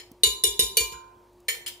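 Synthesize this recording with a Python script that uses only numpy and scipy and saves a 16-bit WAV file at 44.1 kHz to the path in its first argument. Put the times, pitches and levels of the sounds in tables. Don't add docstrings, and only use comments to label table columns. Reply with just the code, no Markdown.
import sys
import numpy as np
from scipy import signal
from scipy.fft import rfft, irfft
from scipy.io import wavfile
from scipy.ndimage import uniform_filter1d

SR = 44100
rng = np.random.default_rng(int(sys.argv[2]) if len(sys.argv) > 2 else 0)


def to_wav(s):
    ch = np.atleast_2d(s).T
    pcm = np.round(np.clip(ch, -1, 1) * 32767)
    wavfile.write(sys.argv[1], SR, pcm.astype(np.int16))


def makeup_ratio(level_db):
    decades = np.asarray(level_db, float) / 20
    return 10 ** decades


N = 79380

# [t/s, crack level/dB, small modes level/dB, tilt/dB per octave]
RIM_RAPS = [
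    (0.2336, -8.5, -22.5, -1),
    (.4372, -4, -31, 0.76),
    (0.5924, -7, -25.5, -0.45),
    (.7692, -14.5, -21.5, -1.93),
]
# [t/s, thud/dB, jar modes/dB, rattle/dB, tilt/dB per octave]
JAR_DROPS = [
    (0.267, -33, -46.5, -58, .1),
    (0.472, -36.5, -62, -52.5, 0),
    (0.624, -33, -55.5, -59.5, 3),
    (0.807, -34, -36, -28, 0.5),
    (0.922, -64, -44, -35.5, -3),
    (.940, -45, -70, -45, -7),
]
# [f/Hz, level/dB]
RIM_COLOUR = [(88, -48), (150, 0.5), (463, -42.5), (2540, -9.5), (2860, -3.5), (5080, -7.5), (6980, -6),
              (13700, -5), (17000, -88)]


def evened(x):
    return x / np.sqrt(np.mean(x ** 2) + 1e-20)


def read(points, hz):
    f, value = np.transpose(points)
    return np.interp(np.log(hz + 1), np.log(f + 1), value)


def tilt(hz):
    return np.log2(np.clip(hz, 500, 16000) / 4000)


def add(mix, s, sound):
    at = round(s * SR)
    sound = sound[..., max(-at, 0):]
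    part = mix[:, max(at, 0):][:, :sound.shape[-1]]
    part += sound[..., :part.shape[1]]


def air():
    # [f/Hz, level/dB]
    air_colour = [(15, -42.5), (25, -13.5), (291, -17), (353, -17.5), (404, -15.5), (1050, -20),
                  (1420, -29.5), (10400, -40.5), (17000, -41)]
    # [f/Hz, likeness 0..1]
    port_likeness = [(60, 0.81), (950, 1), (15000, 0.93)]
    # [f/Hz, level/dB]
    fridge_hum = [
        (50, -72.5),
        (100, -76),
        (355.3, -66.5),
        (947.5, -77),
    ]
    air_db = -56 - 5.5
    frames, hz = N // 256 + 5, np.fft.rfftfreq(1024, 1 / SR)
    a, b, c, d, patches = rng.standard_normal((frames, 513, 5)).T
    patches = uniform_filter1d(patches, size=10, axis=0)
    patches = evened(uniform_filter1d(patches, size=10, axis=1))
    same = np.clip(read(port_likeness, hz), -1, 1)[:, None]
    left = a + 1j * b
    right = same * left + np.sqrt(1 - same ** 2) * (c + 1j * d)
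    z = np.array([left, right]) * makeup_ratio(read(air_colour, hz)[:, None] + 1.5 * patches)
    noise = makeup_ratio(air_db) * evened(signal.istft(z, nperseg=1024, noverlap=768)[1][:, :N])

    t = np.arange(N) / SR
    waver = uniform_filter1d(rng.standard_normal((len(fridge_hum), N)), size=3000)
    waver = evened(uniform_filter1d(waver, size=3000))
    hum = 0
    for (f, db), w in zip(fridge_hum, waver):
        hum = hum + makeup_ratio(db + 8.5 + 1.5 * w) * np.sin(2 * np.pi * f * t + 0.22 * w)
    return noise + hum


def kitchen(x):
    # [f/Hz, t60/s]
    room_decay = [(200, 0.52), (1000, 0.39), (4000, 0.35), (12000, 0.25)]
    taps = np.zeros((3, SR // 2))
    at = np.arange(120, SR // 2 - 20, 20)
    at = at + rng.integers(0, 20, (3, len(at)))
    np.put_along_axis(taps, at, rng.choice([-1., 1.], at.shape), 1)
    hz, t, z = signal.stft(taps[:2] + 0.64 * taps[2], SR, nperseg=256)
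    decay = makeup_ratio(-60 * t / read(room_decay, hz)[:, None])
    tail = signal.istft(z * decay, SR, nperseg=256)[1]
    return signal.fftconvolve(x, tail / np.linalg.norm(tail[0]), axes=1)[:, :N]


def ticks():
    # [t/s, tick level/dB, pat level/dB]
    wet_ticks = [
        (.1155, -48, -37),
        (1.331, -66, -80),
        (1.4025, -57, -75),
    ]
    tick_hz, tick_s, pat_hz, pat_t60 = 5130, .0015, 263, 0.027
    out, t = np.zeros((2, N)), np.arange(2048) / SR
    high = signal.butter(2, tick_hz, "high", fs=SR, output="sos")
    for s, tick_db, pat_db in wet_ticks:
        hiss = signal.sosfilt(high, rng.standard_normal(2048))
        pat = makeup_ratio(pat_db - 60 * t / pat_t60) * np.sin(2 * np.pi * pat_hz * t)
        swell = t / tick_s * np.exp(1 - t / tick_s)
        add(out, s, makeup_ratio(tick_db) * hiss * swell + pat)
    return out


def ring(modes, db, seconds=.8, s=None, quick_db=-5):
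    rise_s, quick_t60 = 0.0018, 0.12
    hz, t60, lead, pan_db, *twin = np.transpose(modes)
    t = np.arange(round(seconds * SR)) / SR
    tones = np.exp(np.outer(2j * np.pi * hz - np.log(1000) / t60, t).astype(np.complex64))
    if twin:
        split_hz, share, phase = np.array(twin)[:, :, None]
        beat = np.exp(1j * (2 * np.pi * split_hz * t + phase)).astype(np.complex64)
        tones = tones * (1 + share * beat)
    turns = rng.random(len(hz)) if s is None else hz * round(s * SR) / SR
    start = makeup_ratio(db) * np.exp(2j * np.pi * turns) / np.sqrt(np.cosh(pan_db * np.log(10) / 20))
    ports = np.array([start * makeup_ratio(side * pan_db / 2) * np.exp(.5j * side * lead) for side in (1, -1)])
    first_loss = 1 + makeup_ratio(quick_db - 60 * t / quick_t60)
    return (ports @ tones).imag * first_loss * (1 - np.exp(-t / rise_s))


def cluster(modes, db, count=6):
    hz, t60, lead, pan_db, width = np.repeat(modes, count, axis=0).T
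    place = np.tile(np.arange(count), len(modes))
    u = rng.random((len(hz), 3))
    bunch_hz = hz + width * ((place + u[:, 0]) / count - .5)
    bunch = [bunch_hz, t60, lead + u[:, 1] - .5, pan_db + 3.8 * (u[:, 2] - .5)]
    return ring(np.transpose(bunch), np.repeat(db, count) - 10 * np.log10(count), seconds=.35)


def crack(tone, db, t60, tilt_db):
    t, hz = np.arange(2048) / SR, np.fft.rfftfreq(2048, 1 / SR)
    noise = rng.standard_normal((3, 2048))
    spectrum = rfft(noise[:2] + noise[2])
    noise = evened(irfft(spectrum * makeup_ratio(read(tone, hz) + tilt_db * tilt(hz)), 2048))
    return noise * makeup_ratio(db - 60 * t / t60) * (1 - np.exp(-t / 0.0016))


def small_modes(tone, count=210):
    # [f/Hz, t60/s]
    small_decay = [(400, 0.2), (4000, 0.17), (15000, 0.27)]
    u = rng.random((count, 4))
    hz = 300 + 16000 * ((np.arange(count) + u[:, 0]) / count) ** 1.2
    t60 = read(small_decay, hz) * (.5 + u[:, 1])
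    modes = np.array([hz, t60, 3 * (u[:, 2] - .5), 12 * (u[:, 3] - .5)]).T
    db = read(tone, hz)
    return modes, db - 10 * np.log10(np.sum(makeup_ratio(2 * db)))


def strikes(events, tone, metal, metal_spots):
    out = np.zeros((2, N))
    small, small_shape = small_modes(tone)
    for spot, (s, crack_db, small_db, tilt_db) in enumerate(events):
        add(out, s, cluster(metal, np.transpose(metal_spots)[spot]))
        chance_db = 0.53 * rng.standard_normal(len(small))
        level = small_shape + small_db + tilt_db * tilt(small[:, 0]) + chance_db
        add(out, s, ring(small, level, seconds=1 / 6))
        add(out, s, crack(tone, crack_db, 0.011, tilt_db))
    return out


def bowl():
    # [f/Hz, t60/s, left lead/rad, left-right level/dB]
    bowl_modes = [(470, 0.49, 0.1, 2), (1805, 0.26, -1.3, -4), (2283, 0.22, 0.5, -8), (3140, 0.26, 1.9, 5),
                  (4190, 0.2, 1.0, 4), (4900, 0.23, -0.5, 6), (5200, 0.27, 1.3, 7), (6970, 0.25, 1.0, 8),
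                  (7453, 0.24, 0.4, 8), (9065, 0.19, -0.8, -1), (10040, 0.19, -0.3, 7),
                  (10560, 0.21, 0.6, 2), (12200, 0.22, 0.7, 0), (13630, 0.21, -1.2, 7)]
    bowl_spots = [(-38.5, -75, -59.5), (-30, -47.5, -51.5), (-28.5, -67, -51), (-24, -33.5, -44),
                  (-21.5, -39.5, -45.5), (-67, -41.5, -51), (-42.5, -39, -48), (-26, -40, -48.5),
                  (-53.5, -40, -72.5), (-27, -34, -55.5), (-40.5, -46, -62), (-31, -39, -64.5),
                  (-34.5, -68, -59), (-33, -66, -60)]
    # [f/Hz, level/dB]
    bowl_colour = [(180, -43), (300, -20), (1240, -13.5), (2240, -1), (8800, -8.5), (15400, -9.5),
                   (17000, -79)]
    # [t/s, crack level/dB, small modes level/dB, tilt/dB per octave]
    clinks = [
        (1.4825, -22.5, -26.5, 0.9),
        (1.6618, -24.5, -39, -1.5),
        (-.004, -60, -45.5, -3),
    ]
    # [t/s, level/dB, tilt/dB per octave]
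    bounces = [
        (1.676, -29, 2.5),
        (1.547, -37, -2),
    ]
    hand_damping, spread_hz = 0.45, 83
    modes = [(hz, hand_damping * t60, lead, pan_db, spread_hz) for hz, t60, lead, pan_db in bowl_modes]
    out = strikes(clinks, bowl_colour, modes, bowl_spots)
    add(out, 1.662, cluster([(3150, 0.096, 0.87, 3.4, 660)], [-34], count=10))
    for s, db, tilt_db in bounces:
        add(out, s, crack(bowl_colour, db, 0.069, tilt_db))
    return out


def drops():
    # [f/Hz, t60/s, left lead/rad, left-right level/dB, spread/Hz]
    egg_slide = [(1494, 0.83, 0.012, 0, 300)]
    thud_hz, thud_t60, thud_sag = 53.4, 0.27, 0.73
    glass, thuds, t = np.zeros((2, N)), np.zeros((2, N)), np.arange(SR // 2) / SR
    turn = 2 * np.pi * np.cumsum(thud_hz * (1 + thud_sag * np.exp(-t / 0.0085))) / SR
    for s, thud_db, _, rattle_db, tilt_db in JAR_DROPS:
        add(thuds, s, makeup_ratio(thud_db - 60 * t / thud_t60) * np.sin(turn) * (1 - np.exp(-t / 0.002)))
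        add(glass, s, crack(RIM_COLOUR, rattle_db, 0.052, tilt_db))
    add(glass, .93, cluster(egg_slide, [-52.5], count=12))
    add(glass, 1.485, cluster([(2113, 0.17, .3, -5.5, 600)], [-31], count=10))
    return glass, thuds * makeup_ratio([[.9], [-.9]])


def spoon_raps():
    # [f/Hz, t60/s, left lead/rad, left-right level/dB, spread/Hz]
    spoon_modes = [(394, 0.27, -0.5, -2.5, 73), (3430, .2, 4.5, 14.5, 18), (3804, 0.1, 3, -3.5, 490),
                   (4720, 0.26, 2, 4, 61), (5660, .2, 2.1, -2, 180), (6260, 0.054, -1, -7, 230),
                   (9230, 0.096, 1.5, 8.5, 66), (9480, 0.1, 0.5, 6, 250), (11570, 0.05, -5, -9, 670),
                   (13360, 0.13, 5.5, 2.5, 300), (15000, .15, 0, -6, 700), (16700, .02, 1.5, -3, 1200)]
    spoon_spots = [(-34, -33, -33.5, -34), (-33, -27, -35.5, -50.5), (-11.5, -15, -14.5, -24),
                   (-37, -34, -33, -44.5), (-38, -31, -29.5, -37.5), (-18, -29, -28.5, -16),
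                   (-39.5, -29.5, -32, -22), (-25, -24, -21.5, -24.5), (-37.5, -28, -26, -19),
                   (-28.5, -27, -28, -23), (-37, -63, -63.5, -27.5), (-35.5, -31.5, -31, -27)]
    return strikes(RIM_RAPS, RIM_COLOUR, spoon_modes, spoon_spots)


def jar_ring(db, s):
    jar_hz = [455, 930, 1033, 2227, 2381, 6850, 2903, 3995, 4472, 5570, 7636, 9453, 9805, 12110]
    # [t60/s, left lead/rad, left-right level/dB, twin split/Hz, twin share, twin
    jar_table = [(.12, 0, -4, 21, 0.6, 0.21), (1.3, -1, 10, 3, .1, -2.2), (0.81, 1.7, -7, 4, 0.14, 0),
                 (.36, -1.9, -6, 9, .35, -1.5), (.46, .1, -2.1, 3.5, .25, -1.6),
                 (.23, .2, 9, 10, .6, -3.5), (0.31, 0.64, -3, 14, .25, -1.9),
                 (0.26, -1.5, 7, 7.6, .25, -1), (.13, -0.05, -2, 16, .3, -2.1),
                 (.12, 1.37, -2, 20, .3, -0.7), (.18, -2.5, 4, 15, 0.27, -0.1),
                 (.11, -0.67, 1.5, 18, 0.37, 0.48), (.24, -0.96, -2.1, 11, .3, -0.3),
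                 (.2, -1.8, -2.5, 17, .3, .1)]
    return ring(np.column_stack([jar_hz, jar_table]), db, seconds=0.49, s=s, quick_db=-13)


def jar_modes():
    # [level/dB at each of four raps, level/dB at the base]
    jar_spots = [(-31, -31.5, -31, -27, -7), (-62, -57, -57.5, -71, -18), (-43.5, -54, -47.5, -58, -6),
                 (-36, -43, -44, -41, -20), (-45, -45, -45, -28, -8), (-19, -23, -23.5, -21, 0),
                 (-22, -26.5, -30.5, -24.5, -24), (-13.5, -29, -35.5, -24, -15),
                 (-21.5, -42, -41, -18, -22.5), (-37.5, -24, -27, -31, -8),
                 (-24.5, -27, -29.5, -34.5, -21), (-16.5, -14, -14, -16, -15),
                 (-26.5, -33, -27, -33, -23), (-29, -35, -28, -30, -20.5)]
    out, spots = np.zeros((2, N)), np.transpose(jar_spots)
    for rap, db in zip(RIM_RAPS, spots):
        add(out, rap[0], jar_ring(db, rap[0]))
    for s, _, glass_db, *_ in JAR_DROPS:
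        add(out, s, jar_ring(glass_db + spots[-1], s))
    return out


def scene():
    glass, thuds = drops()
    jar = glass + spoon_raps()
    dish = bowl()
    modes = jar_modes()
    echo = makeup_ratio(-4) * kitchen(jar + makeup_ratio(-3.5) * modes + makeup_ratio(-1.5) * dish)
    return jar + modes + dish + echo + thuds + ticks() + air()


def top_band(x):
    top_hz, jump_db, hold_s = 15650, 12, .007
    low_pass = signal.firwin(511, top_hz, window=("kaiser", 9), fs=SR)[None]
    low = signal.oaconvolve(x, low_pass, "same")
    power_db = 10 * np.log10(abs(uniform_filter1d((x ** 2).mean(0), size=128)) + 1e-12)
    jump = power_db - np.roll(power_db, 176) > jump_db
    held = uniform_filter1d(1. * jump, size=round(hold_s * SR)) > 1e-6
    return low + (x - low) * uniform_filter1d(1. * held, size=64)


def top_cut(x):
    return signal.sosfilt(signal.butter(12, 17160, fs=SR, output="sos"), x)


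def record(dry):
    ports_hz, rumble_hz, edge_hz, limit = 498.4, 40.3, 17100, 1.1
    mid, side = (dry[0] + dry[1]) / 2, (dry[0] - dry[1]) / 2
    side = signal.sosfilt(signal.butter(1, ports_hz, "high", fs=SR, output="sos"), side) + side / 5
    rumble = signal.butter(2, rumble_hz, "high", fs=SR, output="sos")
    ports = signal.sosfilt(rumble, [mid + side, mid - side])
    ports = top_band(limit * np.tanh(ports / limit))
    edge = signal.firwin(511, edge_hz, window=("kaiser", 9), fs=SR)[None]
    return top_cut(signal.oaconvolve(ports, edge, "same"))


dry = scene()
out = record(dry)
to_wav(out)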